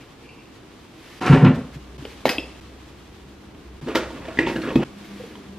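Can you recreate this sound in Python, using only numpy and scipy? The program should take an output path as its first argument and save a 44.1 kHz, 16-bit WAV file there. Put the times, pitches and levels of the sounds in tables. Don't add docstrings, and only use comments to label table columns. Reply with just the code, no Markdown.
import sys
import numpy as np
from scipy import signal
from scipy.fft import rfft, irfft, next_fast_len
from scipy.io import wavfile
from scipy.ndimage import map_coordinates

SR = 44100
rng = np.random.default_rng(int(sys.argv[2]) if len(sys.argv) > 2 else 0)


def unload_wav(signal):
    wavfile.write(
        sys.argv[1],
        SR,
        np.round(np.clip(np.atleast_2d(signal).T, -1, 1) * 32767).astype(np.int16),
    )


def attenuation_scalar(level_db):
    decades = np.asarray(level_db, float) / 20
    return 10 ** decades


N = 246468
T = np.arange(N) / SR


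def unit(x):
    return x / np.sqrt(np.mean(x ** 2) + 1e-20)


def along(points, hz):
    f, v = np.transpose(points)
    return np.interp(np.log(hz + 1), np.log(f + 1), v)


def wobble(rate):
    return map_coordinates(rng.standard_normal(int(N * rate / SR) + 4), [T * rate])


def filtered(x, response):
    m = next_fast_len(x.shape[-1] + SR // 2)
    return irfft(rfft(x, m) * response(np.fft.rfftfreq(m, 1 / SR)), m)[..., :x.shape[-1]]


def coloured(x, spectrum):
    return unit(filtered(x, lambda hz: attenuation_scalar(along(spectrum, hz))))


def resonant(x, modes):
    def response(f):
        total = 0
        for k, (centre, width, db) in enumerate(modes):
            damping = 1j * f * width
            total = total + (-1) ** k * attenuation_scalar(db) * damping / (centre * centre - f * f + damping)
        return total
    return unit(filtered(x, response))


def gliding(x, times, centre_hz, width, lift_db):
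    hz, t, z = signal.stft(x, SR, nperseg=512)
    away = np.log((hz[:, None] + 1) / np.interp(t, times, centre_hz)) / width
    return unit(signal.istft(z * attenuation_scalar(lift_db * np.exp(-away ** 2)), SR, nperseg=512)[1][:N])


def diffuse(pair, alike):
    def turn(hz):
        return np.arccos(np.clip(along(alike, hz), -1, 1)) / 2
    mid, side = filtered(pair, lambda hz: np.array([np.cos(turn(hz)), np.sin(turn(hz))]))
    return np.array([mid + side, mid - side])


def grit(rate, spread_db, smooth):
    size = attenuation_scalar(spread_db * np.minimum(rng.exponential(size=N), 2.5))
    slips = (rng.random(N) < rate / SR) * size * rng.standard_normal(N)
    return unit(slips) + smooth * rng.standard_normal(N)


def ring(hz, t60, t, attack):
    return np.sin(2 * np.pi * hz * t) * attenuation_scalar(-60 * t / t60) * (1 - np.exp(-t / attack))


def burst(spectrum, t60, t, attack):
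    return coloured(rng.standard_normal(len(t)), spectrum) * attenuation_scalar(-60 * t / t60) * (1 - np.exp(-t / attack))


def strokes(rows, fall_db_per_s):
    total = 0
    for s, db, rise, hold in rows:
        falling = np.clip(T - s - rise - hold, 0, None)
        total = total + attenuation_scalar(db - fall_db_per_s * falling) * np.clip((T - s) / rise, 0, 1) ** 2
    return total


def add(track, s, x):
    track[..., round(s * SR):round(s * SR) + x.shape[-1]] += x


# start t/s, drone level/dB, low rumble level/dB, compressor level/dB
VIEWS = [
    (0, -46, -56, -65),
    (1.203, -45.5, -41.5, -50),
    (1.976, -44.5, -43.5, -53.5),
    (2.606, -45.5, -43, -52.5),
    (3.809, -42, -41.5, -50.5),
    (4.843, -43.5, -50.5, -41),
]
# starting level/dB, drift/(dB/s)
JACKET_MOVES = [
    (-56.5, 2),
    (-48, -8),
    (-49.5, -5),
    (-53, -4.5),
    (-51.5, 1.5),
    (-51.5, -6),
]
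# f/Hz, width/Hz, level/dB
HUM = [(63.3, 4.3, 0), (200.9, 5.9, -2.5), (300, 10, -18), (404, 5.9, -13.5)]
# f/Hz, level/dB per Hz
DRONE = [(12, -58), (20, -26), (26, -19), (55, -10), (133, -7.5), (162, -11.5), (181, -11), (282, -7),
         (316, -5.5), (583, -18), (689, -17.5), (2280, -27.5), (12900, -47.5), (14800, -52), (15600, -58)]
# f/Hz, level/dB per Hz
CLOTH = [(530, -13), (900, -6.5), (1080, -3.5), (1180, -3.5), (1330, -7.5), (3270, -6.5), (12300, -23),
         (15600, -35)]
# f/Hz, left-right likeness/1
ALIKE = [(60, 0.9998), (130, 0.95), (290, 0.85), (640, 0.54), (1410, 0.49), (3100, 0.33), (6820, -0.29),
         (12000, -0.53), (15000, -0.3)]


def kitchen():
    start, *levels = np.transpose(VIEWS)
    view = np.searchsorted(start[1:], T)
    drone, rumble, motor = attenuation_scalar(levels)[:, view]
    air = diffuse(coloured(rng.standard_normal((2, N)), DRONE), ALIKE) * attenuation_scalar(-0.5 + 0.29 * wobble(4.03))
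    hum = resonant(rng.standard_normal(N), HUM[1:]) * motor * attenuation_scalar(-2.5)
    low = resonant(rng.standard_normal(N), HUM[:1]) * rumble * attenuation_scalar(-5.0)
    fabric = coloured(np.array([grit(3000, 0.84, 1.65), grit(3000, 2.2, 1.08)]), CLOTH)
    rustle_db, drift = np.transpose(JACKET_MOVES)[:, view]
    jacket_db = rustle_db + drift * (T - start[view]) + 1.0 + 1.26 * wobble(27.02)
    jacket = diffuse(fabric, ALIKE) * attenuation_scalar(jacket_db)
    whine_db = -80 + 2.5 * np.sin(9.1 * T) * np.sin(23.3 * T)
    screen_hz = 13006
    whine = attenuation_scalar(whine_db) * np.sin(2 * np.pi * screen_hz * T + .6 * np.sin(61 * T))
    return drone * air + hum + low + jacket + whine


# f/Hz, t60/s
WALLS = [(100, 0.3), (250, 0.46), (600, 0.53), (2500, 0.45), (8000, 0.59), (14000, 0.2)]
# f/Hz, left-right likeness/1
ECHO_ALIKE = [(60, 1.0), (130, 1.0), (290, 1.0), (640, 0.97), (1410, 0.98), (3100, 0.94), (6820, 0.14),
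              (15000, -0.35)]
# f/Hz, level/dB
REFLECT = [(60, 2.5), (130, -5), (250, -5), (400, 0.5), (3000, -4), (8000, 3.5), (12000, 7), (15500, 5.5)]


def walls(x):
    hz, t, z = signal.stft(rng.standard_normal((2, SR // 2)), SR, nperseg=256)
    decaying = z * attenuation_scalar(-60 * t / along(WALLS, hz)[:, None])
    tail = diffuse(signal.istft(decaying, SR, nperseg=256)[1], ECHO_ALIKE)
    age = np.arange(tail.shape[1]) / SR
    tail *= 1 - np.exp(-age / 0.00086)
    tail *= 0.8 + np.exp(-age / 0.012)
    tail = filtered(tail / np.linalg.norm(tail[0]), lambda hz: attenuation_scalar(along(REFLECT, hz)))
    return signal.fftconvolve(x, tail, axes=1)[:, :N]


# t/s, level/dB, half length/s
SWISH = [
    (0.017, -56, 0.044),
    (1.14, -48, 0.16),
    (1.556, -45, 0.014),
    (1.748, -47, 0.019),
    (2.11, -49, 0.056),
    (4.532, -44.5, 0.026),
    (4.625, -46, 0.0068),
    (4.64, -50, .04),
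    (5.056, -56, 0.0089),
    (5.214, -49.5, 0.2),
]
# f/Hz, level/dB per Hz
SLEEVE = [(880, -10), (1500, -5), (2180, -3), (5420, -11), (8420, -18.5), (12200, -17.5), (15600, -34)]


def sleeve():
    swell = sum(attenuation_scalar(db) * np.exp(-((T - s) / half) ** 2) for s, db, half in SWISH)
    nylon = coloured(np.array([grit(3000, 2.0, 2.5), grit(3000, 2.2, 0.97)]), SLEEVE)
    return swell * diffuse(nylon, ALIKE)


# t/s, peak level/dB, f/Hz, t60/s
HEAVES = [
    (1.292, -19, 48, .12),
    (1.33, -19, 52, .1),
    (1.365, -24, 45, .08),
]


def heave():
    out = np.zeros(N)
    for s, db, hz, t60 in HEAVES:
        add(out, s, attenuation_scalar(db) * ring(hz, t60, T[:SR // 3], 0.0036))
    return out


# t/s, level/dB, rise/s, hold/s
RUBS = [
    (-.01, -55, .01, .004),
    (.21, -54, 0.03, 0.028),
    (.28, -48.5, 0.016, 0.0098),
    (.36, -55.5, .025, .03),
    (.44, -66, .03, .04),
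]
# f/Hz, width/Hz, level/dB
SCOOP = [(2340, 130, 0.5), (2690, 140, 3), (3000, 50, -7), (4530, 330, -14)]


def scoop():
    return strokes(RUBS, fall_db_per_s=250) * resonant(grit(370, 4.3, 0.81), SCOOP)


# f/Hz, level/dB per Hz
RAP = [(350, -20), (600, -9), (695, -18), (944, -6.5), (1240, -46), (1630, -14.5), (3250, -15.5),
       (9000, -39.5), (11700, -80), (19800, -120)]
# f/Hz, level/dB per Hz
FIZZ = [(3240, -54), (5500, -0.5), (9750, -15.5), (11600, -4), (12600, -5), (15600, -20)]


def knock(db, ring_hz, body_db, body_hz, crack_db):
    t = T[:SR // 8]
    neighbours = sum(ring(ring_hz * np.exp(rng.normal(0, 0.17)), 0.012, t, 0.00033) for _ in range(4))
    rings = attenuation_scalar(-4.5) * (ring(ring_hz, 0.024, t, 0.0018) + 0.26 * neighbours)
    crack = attenuation_scalar(crack_db + 1.5) * burst(RAP, .03, t, .0016)
    fizz = attenuation_scalar(crack_db + 0.2 * db - 16) * burst(FIZZ, 0.011, t, 0.00025)
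    hollow = ring(body_hz, 0.054, t, 0.0019) + 0.47 * ring(body_hz * 1.283, 0.037, t, 0.00067)
    return attenuation_scalar(db) * (rings + crack + fizz + attenuation_scalar(body_db + 1.5) * hollow)


# t/s, scrape level/dB, hold/s, scrape resonance f/Hz, rumble level/dB
DRAGS = [
    (3.856, -37.5, 0.038, 1180, -28),
    (3.94, -31.5, 0.037, 1280, -29.5),
    (4.099, -46, 0.11, 1300, -37),
    (4.242, -42, 0.052, 940, -56),
    (4.376, -34, 0.03, 1830, -21.5),
    (4.45, -35, 0.019, 2600, -21.5),
    (4.541, -45, 0.037, 1620, -28.5),
    (4.621, -39.5, 0.05, 1540, -28),
    (4.688, -42, 0.025, 1020, -36),
    (4.772, -39, 0.011, 870, -35),
]
# f/Hz, level/dB per Hz
SCRAPE = [(290, -18), (500, 10.5), (1100, -2.5), (1640, 1.5), (1870, -1), (2850, -2), (3100, -5.5),
          (9000, -38), (11700, -60), (19800, -120)]
# f/Hz, width/Hz, level/dB
SHELF = [(141, 49, 3.5), (219, 63, 7), (300, 63, 8), (394, 56, 1), (482, 71, -4.5)]
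# t/s, ring level/dB, ring f/Hz,
# hollow body over ring level/dB
HANDLE_AND_TAPS = [
    (1.220, -16, 910, -34),
    (1.446, -10.5, 950, 3.5),
    (1.744, -42, 950, -3),
    (2.024, -49, 3000, 20),
    (3.546, -40.5, 3060, 4),
    (5.045, -37, 2150, -1),
    (5.354, -30.5, 980, -17),
]
# t/s, ring level/dB, ring f/Hz, hollow body over ring level/dB
BOTTLE = [
    (3.872, -30.5, 840, 6.5),
    (3.884, -20.5, 804, 4.5),
    (3.950, -11, 1270, -9),
    (3.954, -5.5, 2040, -18),
    (3.965, -12.5, 1366, -11),
    (4.104, -27, 890, -6),
    (4.253, -28.5, 1800, -4),
    (4.283, -25, 795, -1),
    (4.294, -40, 802, 9),
]
# t/s, ring level/dB, ring f/Hz, hollow body over ring level/dB
CARTON = [(4.373, -21.5, 1970, -1), (4.3885, -0.5, 1950, -14), (4.401, -19, 2130, -7),
          (4.429, -19.5, 1910, 1.5), (4.471, -14, 920, 1), (4.499, -15.5, 920, -6), (4.562, -16, 1660, -8),
          (4.618, -26, 2840, -1), (4.636, -23.5, 1600, -5), (4.653, -24, 1220, -13),
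          (4.671, -23, 870, -1.5), (4.689, -24.5, 920, 3), (4.755, -17.5, 3440, 2.5),
          (4.757, -10.5, 877, 3.5), (4.831, -16, 820, -11)]
# knocks, hollow body f/Hz, crack over ring on a faint knock level/dB, crack lost per dB of ring
OBJECTS = [
    (HANDLE_AND_TAPS, 250, -16, 0.24),
    (BOTTLE, 387, -5.5, -0.1),
    (CARTON, 318.5, -17, 0.29),
]
# t/s, peak level/dB, f/Hz, t60/s
BUMPS = [(3.878, -22, 443, 0.079), (3.954, -9.5, 348, 0.039), (3.962, -14, 521, 0.051),
         (4.012, -25, 377, 0.061), (4.393, -14, 332, 0.16), (4.412, -14, 310, .04),
         (4.468, -18, 383, 0.086), (4.573, -26, 320, 0.054), (4.654, -17, 332, 0.038),
         (4.672, -19.5, 437, 0.061), (4.686, -17, 394, 0.043), (4.72, -21, 420, .04),
         (4.731, -19, 380, 0.047), (4.7608, -1, 345, 0.041), (4.804, -9.5, 289, 0.041),
         (3.9565, -12, 650, 0.011), (1.345, -18, 532, .07), (.22, -46, 467, 0.16), (.33, -44.5, 473, .15),
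         (4.82, -23, 345, 0.069), (4.282, -22.5, 645, 0.036), (4.782, -17, 302, .05)]
# t/s, peak level/dB, f/Hz, t60/s
TINGS = [(3.952, -28, 2120, 0.014), (3.975, -23, 1400, .05), (4.373, -26, 1810, 0.022),
         (4.4, -24, 2100, .03), (4.562, -37, 1650, .05), (4.562, -29, 4300, .012), (4.618, -30, 4320, .015),
         (4.756, -21, 3240, 0.015), (1.279, -10.5, 1230, .03), (1.268, -19, 2400, .03),
         (1.447, -21, 1500, .02), (1.452, -23.5, 2495, .02), (1.458, -28, 3510, 0.019),
         (1.325, -21, 980, .03), (1.33, -19, 1520, .04), (1.358, -20, 1780, 0.026), (1.372, -28, 1930, .03),
         (4.389, -21, 2760, 0.017), (4.389, -13, 1930, .016), (4.41, -34, 1920, .08),
         (4.44, -34, 2280, 0.027), (4.466, -25, 3470, .02), (4.47, -27, 2600, .012),
         (4.47, -22, 950, 0.025), (4.5, -30, 2200, .02), (4.56, -24, 2810, 0.022), (4.575, -30, 1550, .04),
         (4.632, -29, 1300, .02), (4.648, -31, 1640, .04), (4.665, -29, 1760, .03), (4.69, -30, 2900, .02),
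         (4.69, -35, 3390, .02), (4.7216, -28, 1060, .02), (4.776, -29, 1236, 0.052),
         (4.795, -23.5, 764, .04), (4.8, -34, 2860, 0.037), (4.69, -30, 1900, .012),
         (4.513, -28, 1000, .015), (4.6, -33, 1400, .015), (4.832, -28, 1460, .02),
         (3.952, -33, 13000, 0.011), (4.756, -40, 11950, .01), (5.047, -44, 13000, .008),
         (5.047, -44, 5000, 0.0076), (5.055, -48, 11500, 0.0066), (5.355, -33, 3200, .01),
         (4.757, -24.5, 2550, 0.049), (5.354, -38, 890, 0.01)]


def shelves():
    s, scrape_db, hold, tone_hz, rumble_db = np.transpose(DRAGS)
    rise = np.full(len(s), 0.018)
    until_last_view = T < VIEWS[-1][0]
    scrape = strokes(zip(s, scrape_db, rise, hold), fall_db_per_s=213) * until_last_view
    rumble = strokes(zip(s, rumble_db, rise, hold), fall_db_per_s=213) * until_last_view
    friction = gliding(coloured(grit(1500, 2.5, 1.2), SCRAPE), s + rise, tone_hz, width=.18, lift_db=8)
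    out = scrape * attenuation_scalar(0.6 + 2.9 * wobble(35)) * friction
    out += rumble * attenuation_scalar(-4 + 1.5 * wobble(25)) * resonant(grit(300, 2.2, 1.2), SHELF)
    out = np.pad(out, (0, SR))
    for rows, body_hz, crack_db, loss in OBJECTS:
        for s, db, ring_hz, body_db in rows:
            spot_hz = body_hz * np.exp(0.1 * rng.normal())
            add(out, s, knock(db, ring_hz, body_db, spot_hz, crack_db - loss * db))
    for rows, attack in ((BUMPS, .0015), (TINGS, .0005)):
        for s, db, hz, t60 in rows:
            add(out, s, attenuation_scalar(db) * ring(hz, t60, T[:SR // 5], attack))
    return out[:N]


# t/s, level/dB, rise/s, hold/s
CHATTER = [
    (2.255, -33, .003, 0.018),
    (2.292, -32, .003, 0.03),
    (3.951, -28.5, 0.0026, 0.013),
    (4.469, -38, 0.0026, 0.028),
    (4.757, -46, 0.0027, 0.02),
]
# f/Hz, level/dB per Hz
CLATTER = [(500, -18), (1000, -1), (2000, 1), (3500, -5), (5000, -5.5), (8000, -16.5), (12000, -25),
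           (15600, -40)]


def chatter():
    pair = coloured(np.array([grit(2500, 3.0, 0.63), grit(2500, 2.4, 1.0)]), CLATTER)
    return strokes(CHATTER, fall_db_per_s=296) * diffuse(pair, ECHO_ALIKE)


# t/s, crack level/dB, knock level/dB, knock f/Hz
CAP = [
    (2.0517, -25.5, -1.5, 460),
    (2.2547, -9.5, -5, 518),
    (2.2617, -15.5, 1, 257),
    (2.2701, -16, -8, 286),
    (2.2804, -19, -13, 444),
    (2.2917, -5, -21, 684),
    (2.2974, -13.5, -6.5, 268),
    (2.3835, -23, 3, 282),
]
# t/s, peak level/dB, f/Hz, t60/s
LID = [(2.052, -21, 3000, 0.0075), (2.2548, 6.5, 675, 0.0063), (2.258, -26, 2100, .06),
       (2.2935, -12.5, 540, 0.018), (2.2548, -13.5, 2200, 0.017), (2.2545, -14, 3950, 0.013),
       (2.281, -15, 1940, 0.018), (2.2915, -13, 4900, 0.018), (2.2904, -24.5, 2570, 0.12),
       (2.2915, -15, 3600, 0.013), (2.383, -9.5, 2650, 0.018), (2.3825, -16, 3260, 0.017),
       (2.3825, -35, 5100, .015), (2.398, -36, 5190, 0.046), (2.405, -29, 2640, 0.046),
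       (2.432, -30, 2600, .03), (2.394, -32, 2700, 0.04), (2.3, -32, 4950, .04), (2.318, -30, 5200, .04),
       (2.262, -32, 6200, 0.011), (2.2545, -28, 13000, .004), (2.262, -30, 11500, .004),
       (2.2915, -26, 14000, .004), (2.298, -23, 9700, 0.0035), (2.298, -30, 6300, .003),
       (2.384, -30, 9300, 0.0045)]
# f/Hz, level/dB per Hz
CRACK = [(350, -20), (600, -2), (1300, -5.5), (2100, 0.5), (3200, -1.5), (5000, -8), (7000, -54),
         (10000, -75)]


def cap():
    out, t = np.zeros(N), T[:SR // 6]
    for s, db, knock_db, knock_hz in CAP:
        neck = ring(knock_hz, 0.031, t, 0.00038) + 0.19 * ring(knock_hz * 1.69, 0.028, t, 0.0011)
        crack = attenuation_scalar(-9.0) * burst(CRACK, 0.031, t, 0.00014)
        fizz = attenuation_scalar(-12.5 + 0.25 * db) * burst(FIZZ, 0.0087, t, 0.00022)
        add(out, s, attenuation_scalar(db) * (crack + fizz + attenuation_scalar(knock_db + 6.0) * neck))
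    for s, db, hz, t60 in LID:
        add(out, s, attenuation_scalar(db) * ring(hz, t60, t, 0.00051))
    return out


# t/s, level/dB, rise/s, hold/s
SEAL = [
    (1.206, -29, 0.007, 0.036),
    (1.245, -24, 0.02, 0.067),
    (1.32, -26.5, 0.012, 0.045),
    (1.4, -32.5, 0.0088, 0.022),
    (1.442, -22.5, 0.0088, 0.014),
    (1.535, -48, 0.01, 0.056),
]
# t/s, f/Hz
SEAL_TONE = [(1.22, 900), (1.28, 1260), (1.33, 1450), (1.37, 1880), (1.42, 1290), (1.45, 990), (1.52, 1483)]
# f/Hz, level/dB per Hz
PEEL = [(70, -8), (180, 7.5), (300, 6.5), (645, -1.5), (692, 2), (1280, -1), (1400, 0), (2700, -7.5),
        (3600, -16.5), (5000, -32), (6500, -59), (11000, -120)]
# f/Hz, level/dB per Hz
HISS = [(2350, -21), (4000, 7), (5790, -0.5), (12600, -16.5), (13500, -34), (15600, -37)]
# t/s, level/dB, rise/s, hold/s
TUGS = [
    (1.283, -11, 0.024, 0.055),
    (1.405, -15, 0.017, 0.058),
    (1.54, -26.5, 0.017, 0.021),
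    (1.93, -40, 0.014, .004),
]
# f/Hz, width/Hz, level/dB
PANEL = [(86, 33, -18), (131, 10.2, -1.5), (162.4, 25, -7), (197.4, 12, -7.5), (248, 37, -9.5),
         (282, 38, -13.5), (391, 23, -18), (542, 92, -18.5)]
# t/s, peak level/dB, main f/Hz, t60/s
JOLTS = [(1.297, 2, 155, 0.11), (1.326, 4, 153.6, 0.14), (1.345, -9, 136, 0.092),
         (1.4246, -1.5, 154.4, 0.097), (1.43, 4, 156.5, 0.066), (1.4537, 3.5, 170, 0.045),
         (1.463, 7.5, 190, 0.06), (1.462, -12, 560, .05), (1.483, 0, 160, 0.073), (1.4994, -3, 223, 0.08),
         (1.527, -13, 148, 0.085), (1.548, -14.5, 224.4, 0.14), (1.758, -20.5, 142.6, 0.097),
         (1.992, -19.5, 137, 0.047), (3.827, -18, 153, 0.07), (3.858, -23.5, 245, 0.19),
         (3.953, -14.5, 210, .07), (4.387, -11.5, 151, 0.074), (4.756, 3.5, 211.6, 0.043),
         (4.757, -6.5, 140, 0.068), (4.772, -10.5, 140.4, 0.17), (4.792, -6, 199, 0.062),
         (4.781, -10, 318, 0.075), (4.8, -18.5, 372, 0.071), (5.198, -24, 500, 0.075),
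         (5.235, -26.5, 458, 0.05)]


def door():
    peel = strokes(SEAL, fall_db_per_s=276)
    shudder = strokes(TUGS, fall_db_per_s=249)
    hiss = peel * attenuation_scalar(-8 - 100 * np.clip(T - TUGS[0][0], 0, None))
    slips = coloured(grit(1300, 2.4, 1.2), PEEL)
    rubber = gliding(slips, *np.transpose(SEAL_TONE), width=0.13, lift_db=2)
    out = peel * attenuation_scalar(0.5 + 1.1 * wobble(60.01)) * rubber
    out += hiss * attenuation_scalar(-9.5) * coloured(grit(2300, 4.1, 0.5), HISS)
    out += shudder * attenuation_scalar(-2.5) * resonant(grit(200, 0.54, 0.83), PANEL)
    out, t = np.pad(out, (0, SR)), T[:SR // 3]
    for s, db, hz, t60 in JOLTS:
        jolt = ring(hz, 1.05 * t60, t, 0.0021) + 0.29 * ring(hz * 1.5, t60 * 0.95, t, 0.0037)
        add(out, s, attenuation_scalar(db - 3.5) * jolt)
    return out[:N]


def ports(x, lag_s, cut_hz):
    def response(hz):
        delay = np.exp(1j * np.pi * hz * lag_s * np.array([[1], [-1]]))
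        return delay * (1j * hz / (cut_hz + 1j * hz)) ** 2
    return filtered(x, response)


def scene():
    hand = ports(scoop() + cap(), lag_s=2.7e-5, cut_hz=130)
    fridge = ports(door(), lag_s=1.5e-5, cut_hz=59)
    goods = ports(shelves(), lag_s=-0.00003, cut_hz=39) * attenuation_scalar([[-.4], [.4]])
    out = hand + fridge + goods + heave() + kitchen() + sleeve()
    sent = attenuation_scalar(-5.0) * hand + attenuation_scalar(-3.5) * fridge + attenuation_scalar(-4.0) * goods
    edges = [*np.transpose(VIEWS)[0], N / SR]
    for start, end in zip(edges, edges[1:]):
        view = (T >= start) & (T < end)
        out += walls(sent * view) * view
    out += chatter()
    gap = np.min([np.abs(T - s) for s in edges[1:-1]], axis=0)
    return out * np.clip(gap / 0.0053, .05, 1)


def starved(x):
    hz, t, z = signal.stft(x.mean(axis=0), SR, nperseg=2048)
    power = np.abs(z) ** 2
    bright = power[(hz > 1500) & (hz < 8000)].sum(axis=0)
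    memory = .35
    recent = signal.lfilter([1 - memory], [1, -memory], bright)
    band = (hz // 600).astype(int)
    level = np.array([power[band == b].sum(axis=0) for b in range(band.max() + 1)])
    threshold_db = np.minimum(-39 + 10 * np.log10(recent + 1e-9), -65)
    threshold_db = threshold_db + 4 * rng.standard_normal(level.shape)
    lost = (10 * np.log10(level + 1e-14) < threshold_db)[band] & (hz > 8400)[:, None]
    return x - signal.istft(z * lost, SR, nperseg=2048)[1][:N]


def band_limit(x):
    return signal.sosfilt(signal.butter(12, 15750, fs=SR, output="sos"), x)


def record(dry):
    clipped = dry / (1 + np.abs(dry) ** 16) ** (1 / 16)
    mix = starved(filtered(clipped, lambda hz: hz < 15750))
    return band_limit(mix)


dry = scene()
out = record(dry)
unload_wav(out)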